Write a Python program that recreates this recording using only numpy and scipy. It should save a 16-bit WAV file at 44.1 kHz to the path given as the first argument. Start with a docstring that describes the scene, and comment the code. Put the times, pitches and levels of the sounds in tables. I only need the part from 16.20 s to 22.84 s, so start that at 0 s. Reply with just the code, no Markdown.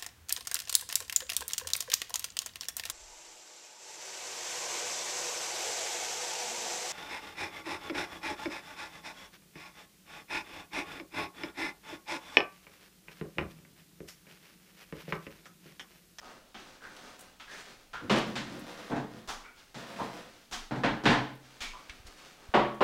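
"""Wooden chair and table in a live room.

A chair bumps a table, is dragged, tipped and set down leg by leg; small things clack on the table,
and two heavy knocks land near the end. Each blow is a contact, a short rattle and ringing modes.
Sliding legs, rustling clothes and creaking wood are runs of tiny slips that excite a body.
Faint ticks and close, low bumps come in between, over quiet room air."""
import sys
import numpy as np
from scipy import signal
from scipy.fft import rfft
from scipy.io import wavfile
from scipy.ndimage import uniform_filter1d

SR = 44100
rng = np.random.default_rng(int(sys.argv[2]) if len(sys.argv) > 2 else 0)


def digitize_waveform(pressure):
    """Quantize a signal to 16-bit integers and store it at the path in sys.argv[1].

    Rows of a 2-D input are taken as channels; values are limited to [-1, 1].
    """
    field = np.atleast_2d(pressure).T
    bounded = np.clip(field, -1, 1)
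    quanta = np.round(bounded * 32767).astype(np.int16)
    wavfile.write(sys.argv[1], SR, quanta)


N = 292647

# Blows. Each row: start in seconds, mid-band level in dB, then bass, treble and air in dB re mid.
CHAIR_KNOCKS = [(2.156, -43, 2.5, 4, 1.5), (2.297, -55, 9, -9, 0), (2.699, -41.5, 3, -19, -15),
                (2.717, -36, 2.5, -14, -31), (2.759, -39.5, -3, -12, -15), (3.545, -50.5, 3.5, -2, 0.5),
                (3.802, -38, -5.5, -18.5, -24), (4.51, -38, 4.5, -10.5, -19), (4.559, -42.5, 3.5, -12, -14),
                (4.636, -29, 0, -4, -17), (4.838, -41.5, 9.5, -5, -5), (4.856, -27.5, 5, 2, -10.5),
                (4.904, -27.5, -10, -6.5, -14)]
TABLE_THUMPS = [(1.897, -28.5, 1.5, -4, -11), (1.916, -35.5, 1, -12, -15),
                (1.959, -31.5, -4.5, -7.5, -11.5), (6.339, -19, -9.5, -14, -29),
                (6.607, -19.5, -10, -16.5, -29.5)]
SMALL_CLACKS = [(0.345, -53.5, -1.5, 7.5, -13.5), (1.199, -57.5, -13, 11, -9),
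                (1.733, -50, -14, 5.5, -14.5), (3.076, -50, -12, 0, -4), (3.087, -42, -20, 0.5, -8),
                (4.313, -52, -4.5, 3, -3), (4.325, -45, -16, 6, -2.5), (5.406, -57, -2, 16.5, 4.5),
                (5.417, -53, -10, 13, 1)]
# Edges of the bass, mid, treble and air bands in Hz.
BAND_EDGES_HZ = [100, 400, 1600, 4500, 12000]
# Ringing modes. Each row: frequency in Hz, relative level in dB, T60 in seconds.
CHAIR_MODES = [(299, -5, 0.62), (555, -7, 0.59), (691, -1, 0.45), (742, -10, 0.6), (845, -2.5, 0.54),
               (884, -5, 0.21), (1039, -1, 0.44), (1350, -21, 0.5), (1520, -2, 0.44), (1580, -23, 0.39),
               (1688, -4, 0.38), (1850, -6, 0.49), (2239, -19, 0.37), (2455, -11, 0.11), (2590, -21, 0.5),
               (2630, -7, 0.33), (2740, -29, 0.45), (3000, -41, 0.22), (3110, -22, 0.32), (3740, -38, 0.23)]
TABLE_MODES = [(213.5, -3, 1.2), (322, -32, 0.46), (580, 3, 0.59), (640, -17, 0.26), (654, -9, 0.48),
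               (930, 4, 0.55), (1112, -13, 0.44), (1120, 5, 0.7), (1184, 2, 0.55), (2223, -28, 0.26),
               (2910, -1, 0.25), (3000, -18, 0.24)]
CLACK_MODES = [(722, 8, 0.35), (1138, 2.5, 0.53), (1317, 9, 0.3), (1600, 0, 0.41), (2250, -2, 0.3),
               (3210, 4, 0.44), (3520, 11, 0.16), (4500, -18, 0.22), (6000, -15, 0.14)]
# Sliding legs. Each row: start in seconds, length in seconds, low shudder in dB, high rasp in dB.
LEG_DRAGS = [(1.805, .075, -44, -57), (2.05, 0.067, -44, -47.5), (2.25, 0.17, -46.5, -49),
             (2.42, 0.25, -55, -47), (2.89, 0.1, -51.5, -54), (3.56, 0.44, -55, -47),
             (3.74, 0.12, -48.5, -44)]
# Moving clothes. Each row: start in seconds, length in seconds, low flap in dB, high hiss in dB.
CLOTH_RUSTLES = [(-.01, .12, -52, -57.5), (0.35, 0.18, -57.5, -58), (0.59, 0.19, -57.5, -58),
                 (0.74, 0.17, -53.5, -55), (.94, 0.1, -57.5, -58.5), (1.27, 0.14, -55, -50),
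                 (1.43, 0.076, -55.5, -54.5), (3.34, .06, -64, -58), (4.04, 0.18, -71, -62),
                 (5.2, 0.2, -62, -59.5), (5.54, 0.23, -60.5, -59.5), (5.83, .05, -56, -55),
                 (5.94, 0.14, -57.5, -55), (6.14, 0.16, -58.5, -61)]
# Wood under load. Each row: start in seconds, length in seconds, pitch in Hz, level in dB.
WOOD_CREAKS = [(0.608, 0.066, 1580, -50.5), (1.275, 0.087, 1710, -51), (1.735, 0.039, 1460, -42.5),
               (3.237, 0.041, 1420, -55), (3.238, 0.025, 2300, -56), (3.789, 0.038, 1000, -40.5),
               (5.408, 0.036, 2300, -44.5), (5.531, 0.026, 1120, -49)]
# Dry ticks. Each row: start in seconds, peak in dB, pitch in Hz.
DRY_TICKS = [(0.638, -45, 1690), (0.765, -42.5, 4200), (.992, -44, 8900), (1.008, -41.5, 9500),
             (1.983, -35, 5500), (2.394, -44.5, 10500), (5.152, -54, 13000), (5.696, -32.5, 2570),
             (5.868, -43, 4900), (6.546, -54, 7500)]
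# Close bumps. Each row: peak time in seconds, peak in dB, pitch in Hz, relative sway gain from 0 to 1.
LOW_BUMPS = [(3.089, -43.5, 35, 0.5), (4.33, -45, 37, 1), (5.416, -44, 42, 1), (5.703, -43, 44, .2),
             (5.803, -45, 62, 0.2), (5.855, -44, 52, 0), (5.883, -47, 40, 0), (6.293, -38, 55.4, 0.1)]
# Broad spectra of the sources. Each row: frequency in Hz, relative gain in dB.
CHAIR_SPECTRUM = [(41, -30), (70, -25), (128, -4), (157, -11.5), (252, -3), (377, -10.5), (441, -4),
                  (483, -9.5), (847, -2.5), (1240, -8), (1520, -6.5), (1620, -6), (3730, -19), (15000, -68)]
TABLE_SPECTRUM = [(41, -48), (70, -18), (117, -10), (180, -7.5), (220, 0.5), (301, -7.5), (345, 0.5),
                  (395, -3.5), (692, -4), (866, -6.5), (947, -2.5), (1210, -5), (3050, -6.5),
                  (15000, -56.5)]
CLACK_SPECTRUM = [(59, -56), (100, -16), (222, 2.5), (582, -6.5), (718, 0), (797, 0.5), (1190, -2),
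                  (2320, -11.5), (2750, -11.5), (3460, -6.5), (3920, -7), (6480, -1.5), (15000, -21.5)]
DRAG_SPECTRUM = [(41, -46), (70, -8.5), (206, 5), (505, -5.5), (605, -12), (707, -9.5), (809, -18.5),
                 (947, -15), (1300, -16), (4880, -26), (15000, -45.5)]
CLOTH_SPECTRUM = [(53, -41), (90, -10), (286, 2.5), (325, -7), (555, 1.5), (618, -1.5), (765, -2),
                  (1060, -2), (1620, 1.5), (2050, 0), (5720, -4.5), (15000, -27)]
AIR_SPECTRUM = [(12, -25), (20, 1), (36, -12.5), (92, -17.5), (259, -16), (372, -21.5), (725, -19.5),
                (1380, -35.5), (1670, -28.5), (3080, -24), (15500, -35)]
# Room decay. Each row: frequency in Hz, T60 in seconds.
ROOM_T60 = [(100, 0.38), (260, 0.55), (700, 0.44), (1840, 0.45), (4850, 0.45), (12000, 0.37)]


def blows(rows, spectrum, modes, low_cut_hz, ring_db, contact_db, rattle_gain, rattle_s, floor_db):
    """One contact and a dying rattle per blow; the object rings, the room fills, the floor shakes."""
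    out, t = np.zeros(N), np.arange(SR) / SR
    # The deep bass of each knock is cut away below low_cut_hz.
    low_cut = signal.butter(6, low_cut_hz, "highpass", fs=SR, output="sos")
    floor_band = signal.butter(2, [25, 65], "bandpass", fs=SR, output="sos")
    rattle_power = np.exp(-t / rattle_s)
    for start_s, mid_db, bass_db, treble_db, air_db in rows:
        contacts = rattle_gain / 2 * impulses(per_s=500) * np.sqrt(rattle_power)
        contacts[0] = 1
        reflections = room(direct_db=-40, build_s=0.001) * np.sqrt(1 - 0.75 * rattle_power)
        knock = colour(amp(contact_db) * contacts + reflections, spectrum)
        knock = signal.sosfilt(low_cut, knock)
        blow = knock / np.linalg.norm(knock) + amp(ring_db) * ring(modes)
        add(out, start_s, set_bands(blow, mid_db + np.array([bass_db, 0, treble_db, air_db])))
        thud = signal.sosfilt(floor_band, rng.standard_normal(SR) * np.exp(-t / 0.066))
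        add(out, start_s, amp(mid_db + bass_db + floor_db) * thud / abs(thud).max())
    return out


def ring(modes):
    """Damped modes of a struck object, swelling over a few milliseconds; unit energy."""
    t = np.arange(SR) / SR
    tone = sum(amp(db - 60 * t / t60_s) * np.sin(2 * np.pi * (hz * t + rng.random()))
               for hz, db, t60_s in modes)
    tone *= 1 - np.exp(-t / 0.0039)
    return tone / np.linalg.norm(tone)


def set_bands(blow, levels_db, onset_samples=2048):
    """Filters a blow toward its onset level in each band: where and how hard it lands."""
    power = 2 * abs(rfft(blow[:onset_samples]) / onset_samples) ** 2
    hz = np.fft.rfftfreq(onset_samples, 1 / SR)
    gains = []
    for low_hz, high_hz, target_db in zip(BAND_EDGES_HZ, BAND_EDGES_HZ[1:], levels_db):
        band_db = 10 * np.log10(power[(hz >= low_hz) & (hz < high_hz)].sum())
        gains.append((np.sqrt(low_hz * high_hz), target_db - band_db))
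    return colour(blow, gains)


def friction(strokes, spectrum, attack_s, release_db_per_s, split_hz, slips_per_s, spread_db):
    """Tiny uneven slips excite a body in the room; each stroke sets a low and a high band level."""
    sizes = amp(spread_db * np.minimum(rng.exponential(1, N), 4)) * rng.choice([-1, 1], N)
    slips = sizes * (rng.random(N) < slips_per_s / SR)
    rub = colour(signal.fftconvolve(slips, room(direct_db=-9, build_s=0.011))[:N], spectrum)
    envelopes = np.array([stroke(start_s, length_s, attack_s, release_db_per_s)
                          for start_s, length_s, *_ in strokes])
    out = np.zeros(N)
    for side, levels_db in zip(["lowpass", "highpass"], np.transpose(strokes)[2:]):
        band = signal.sosfilt(signal.butter(3, split_hz, side, fs=SR, output="sos"), rub)
        running_rms = np.sqrt(abs(uniform_filter1d(band ** 2, size=4000)) + 1e-12)
        out += band / running_rms * (amp(levels_db)[:, None] * envelopes).max(axis=0)
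    return out


def stroke(start_s, length_s, attack_s, release_db_per_s):
    """Envelope of one movement: rise, hold, decay."""
    t = np.arange(N) / SR - start_s
    return np.clip(t / attack_s, 0, 1) * amp(-release_db_per_s * np.maximum(t - length_s, 0))


def creaks(slips_per_s, width_hz, octave_db):
    """A brief run of slips rings a wood resonance and its weaker octave."""
    out, t = np.zeros(N), np.arange(SR // 8) / SR
    for start_s, length_s, hz, db in WOOD_CREAKS:
        slips = impulses(slips_per_s)[:round(length_s * SR)]
        phase = 2 * np.pi * hz * t
        wood = np.exp(-np.pi * width_hz * t) * (np.sin(phase) + amp(octave_db) * np.sin(2 * phase))
        creak = signal.fftconvolve(signal.fftconvolve(slips, wood), room(direct_db=-2, build_s=0.004))
        add(out, start_s, amp(db) * creak / creak[:len(slips) + len(t) // 4].std())
    return out


def ticks(decay_s, direct_db):
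    """Short, nearly dry snaps, each a broad noise band round its pitch."""
    out, t = np.zeros(N), np.arange(SR) / SR
    for start_s, peak_db, hz in DRY_TICKS:
        burst = rng.standard_normal(SR) * np.exp(-t / decay_s)
        snap = colour(burst, [(hz / 4, -24), (hz * 0.89, 0), (hz * 2.17, -14), (hz * 6, -48)])
        snap = signal.fftconvolve(snap, room(direct_db, build_s=0.0059))[:SR]
        add(out, start_s, amp(peak_db) * snap / abs(snap).max())
    return out


def bumps(rise_cycles, sway_delay_s, sway_hz, sway_rise_s):
    """Soft pushes of a cycle or two of deep bass; a slower sway follows some."""
    out, t = np.zeros(N), np.arange(SR // 4) / SR
    for bump_s, peak_db, bump_hz, sway_gain in LOW_BUMPS:
        push = (bump_s, 1, bump_hz, rise_cycles / bump_hz)
        sway = (bump_s + sway_delay_s, sway_gain, sway_hz, sway_rise_s)
        for peak_s, gain, hz, rise_s in (push, sway):
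            envelope = gain * amp(peak_db) * (t / rise_s * np.exp(1 - t / rise_s)) ** 2
            add(out, peak_s - rise_s, envelope * np.cos(2 * np.pi * hz * (t - rise_s)))
    return out


def room_boom(hz, gain_db, t60_s, rise_s):
    """A low standing wave, driven by the bass of the chair and table blows."""
    power, t = np.zeros(N), np.arange(SR) / SR
    for start_s, mid_db, bass_db, *_ in [*CHAIR_KNOCKS, *TABLE_THUMPS]:
        envelope = amp(mid_db + bass_db + gain_db - 60 * t / t60_s) * (1 - np.exp(-t / rise_s))
        add(power, start_s, envelope ** 2)
    return np.sqrt(power) * np.sin(2 * np.pi * hz * np.arange(N) / SR)


def room(direct_db, build_s):
    """1 s impulse response: direct sound, then reflections that build up and die by band."""
    t = np.arange(SR) / SR
    hz, frame_s, bins = signal.stft(rng.choice([-1., 1.], SR), SR, nperseg=256)
    decay = amp(-60 * frame_s / log_interp(ROOM_T60, hz)[:, None])
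    response = signal.istft(bins * decay, SR)[1][:SR]
    response *= 1 - np.exp(-t / build_s)
    response /= np.linalg.norm(response)
    response[0] += amp(direct_db)
    return response


def room_air(rms_db):
    """Steady background noise, strongest in the deep bass."""
    noise = colour(rng.standard_normal(N), AIR_SPECTRUM)
    return amp(rms_db) * noise / np.sqrt(np.mean(noise ** 2))


def impulses(per_s):
    """1 s of impulses, random in time and size."""
    return rng.standard_normal(SR) * (rng.random(SR) < per_s / SR)


def colour(x, spectrum, size=4096):
    """Minimum-phase filter from (Hz, dB) points."""
    log_gain = np.log(amp(log_interp(spectrum, abs(np.fft.fftfreq(size, 1 / SR)))))
    taps = np.fft.ifft(np.exp(np.conj(signal.hilbert(log_gain)))).real
    return signal.fftconvolve(x, taps[:size // 2])[:len(x)]


def log_interp(points, hz):
    """Table lookup on a log-frequency axis."""
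    points_hz, values = np.transpose(points)
    return np.interp(np.log(hz + 1), np.log(points_hz + 1), values)


def amp(db):
    """Decibels to gain."""
    return 10 ** (np.asarray(db) / 20)


def add(mix, start_s, sound):
    """Mixes a sound in at start_s."""
    part = mix[max(round(start_s * SR), 0):][:len(sound)]
    part += sound[:len(part)]


def scene():
    """Mono sum of furniture, clothes, close sounds and room."""
    chair = blows(CHAIR_KNOCKS, CHAIR_SPECTRUM, CHAIR_MODES, low_cut_hz=111, ring_db=-7,
                  contact_db=-15, rattle_gain=0.68, rattle_s=0.0073, floor_db=-14)
    table = blows(TABLE_THUMPS, TABLE_SPECTRUM, TABLE_MODES, low_cut_hz=142, ring_db=-10,
                  contact_db=-21, rattle_gain=1, rattle_s=0.0094, floor_db=-16)
    clacks = blows(SMALL_CLACKS, CLACK_SPECTRUM, CLACK_MODES, low_cut_hz=134, ring_db=-14,
                   contact_db=-15, rattle_gain=0.78, rattle_s=0.005, floor_db=-4)
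    drag = friction(LEG_DRAGS, DRAG_SPECTRUM, attack_s=0.026, release_db_per_s=87,
                    split_hz=600, slips_per_s=250, spread_db=5)
    cloth = friction(CLOTH_RUSTLES, CLOTH_SPECTRUM, attack_s=0.05, release_db_per_s=80,
                     split_hz=1290, slips_per_s=560, spread_db=5.5)
    wood = creaks(slips_per_s=700, width_hz=220, octave_db=-34)
    near = ticks(decay_s=0.01, direct_db=8)
    near += bumps(rise_cycles=0.28, sway_delay_s=0.0734, sway_hz=23.6, sway_rise_s=0.056)
    boom = room_boom(hz=131, gain_db=-7.5, t60_s=0.8, rise_s=0.013)
    air = room_air(rms_db=-63)
    return (chair + table + clacks + drag + cloth + wood + near + boom + air)[None]


def record(dry, cutoff_hz=15900):
    """Steep low-pass band limit."""
    taps = signal.firwin(511, cutoff_hz, window=("kaiser", 9), fs=SR)
    return signal.oaconvolve(dry, taps[None], "same")


dry = scene()
out = record(dry)
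digitize_waveform(out)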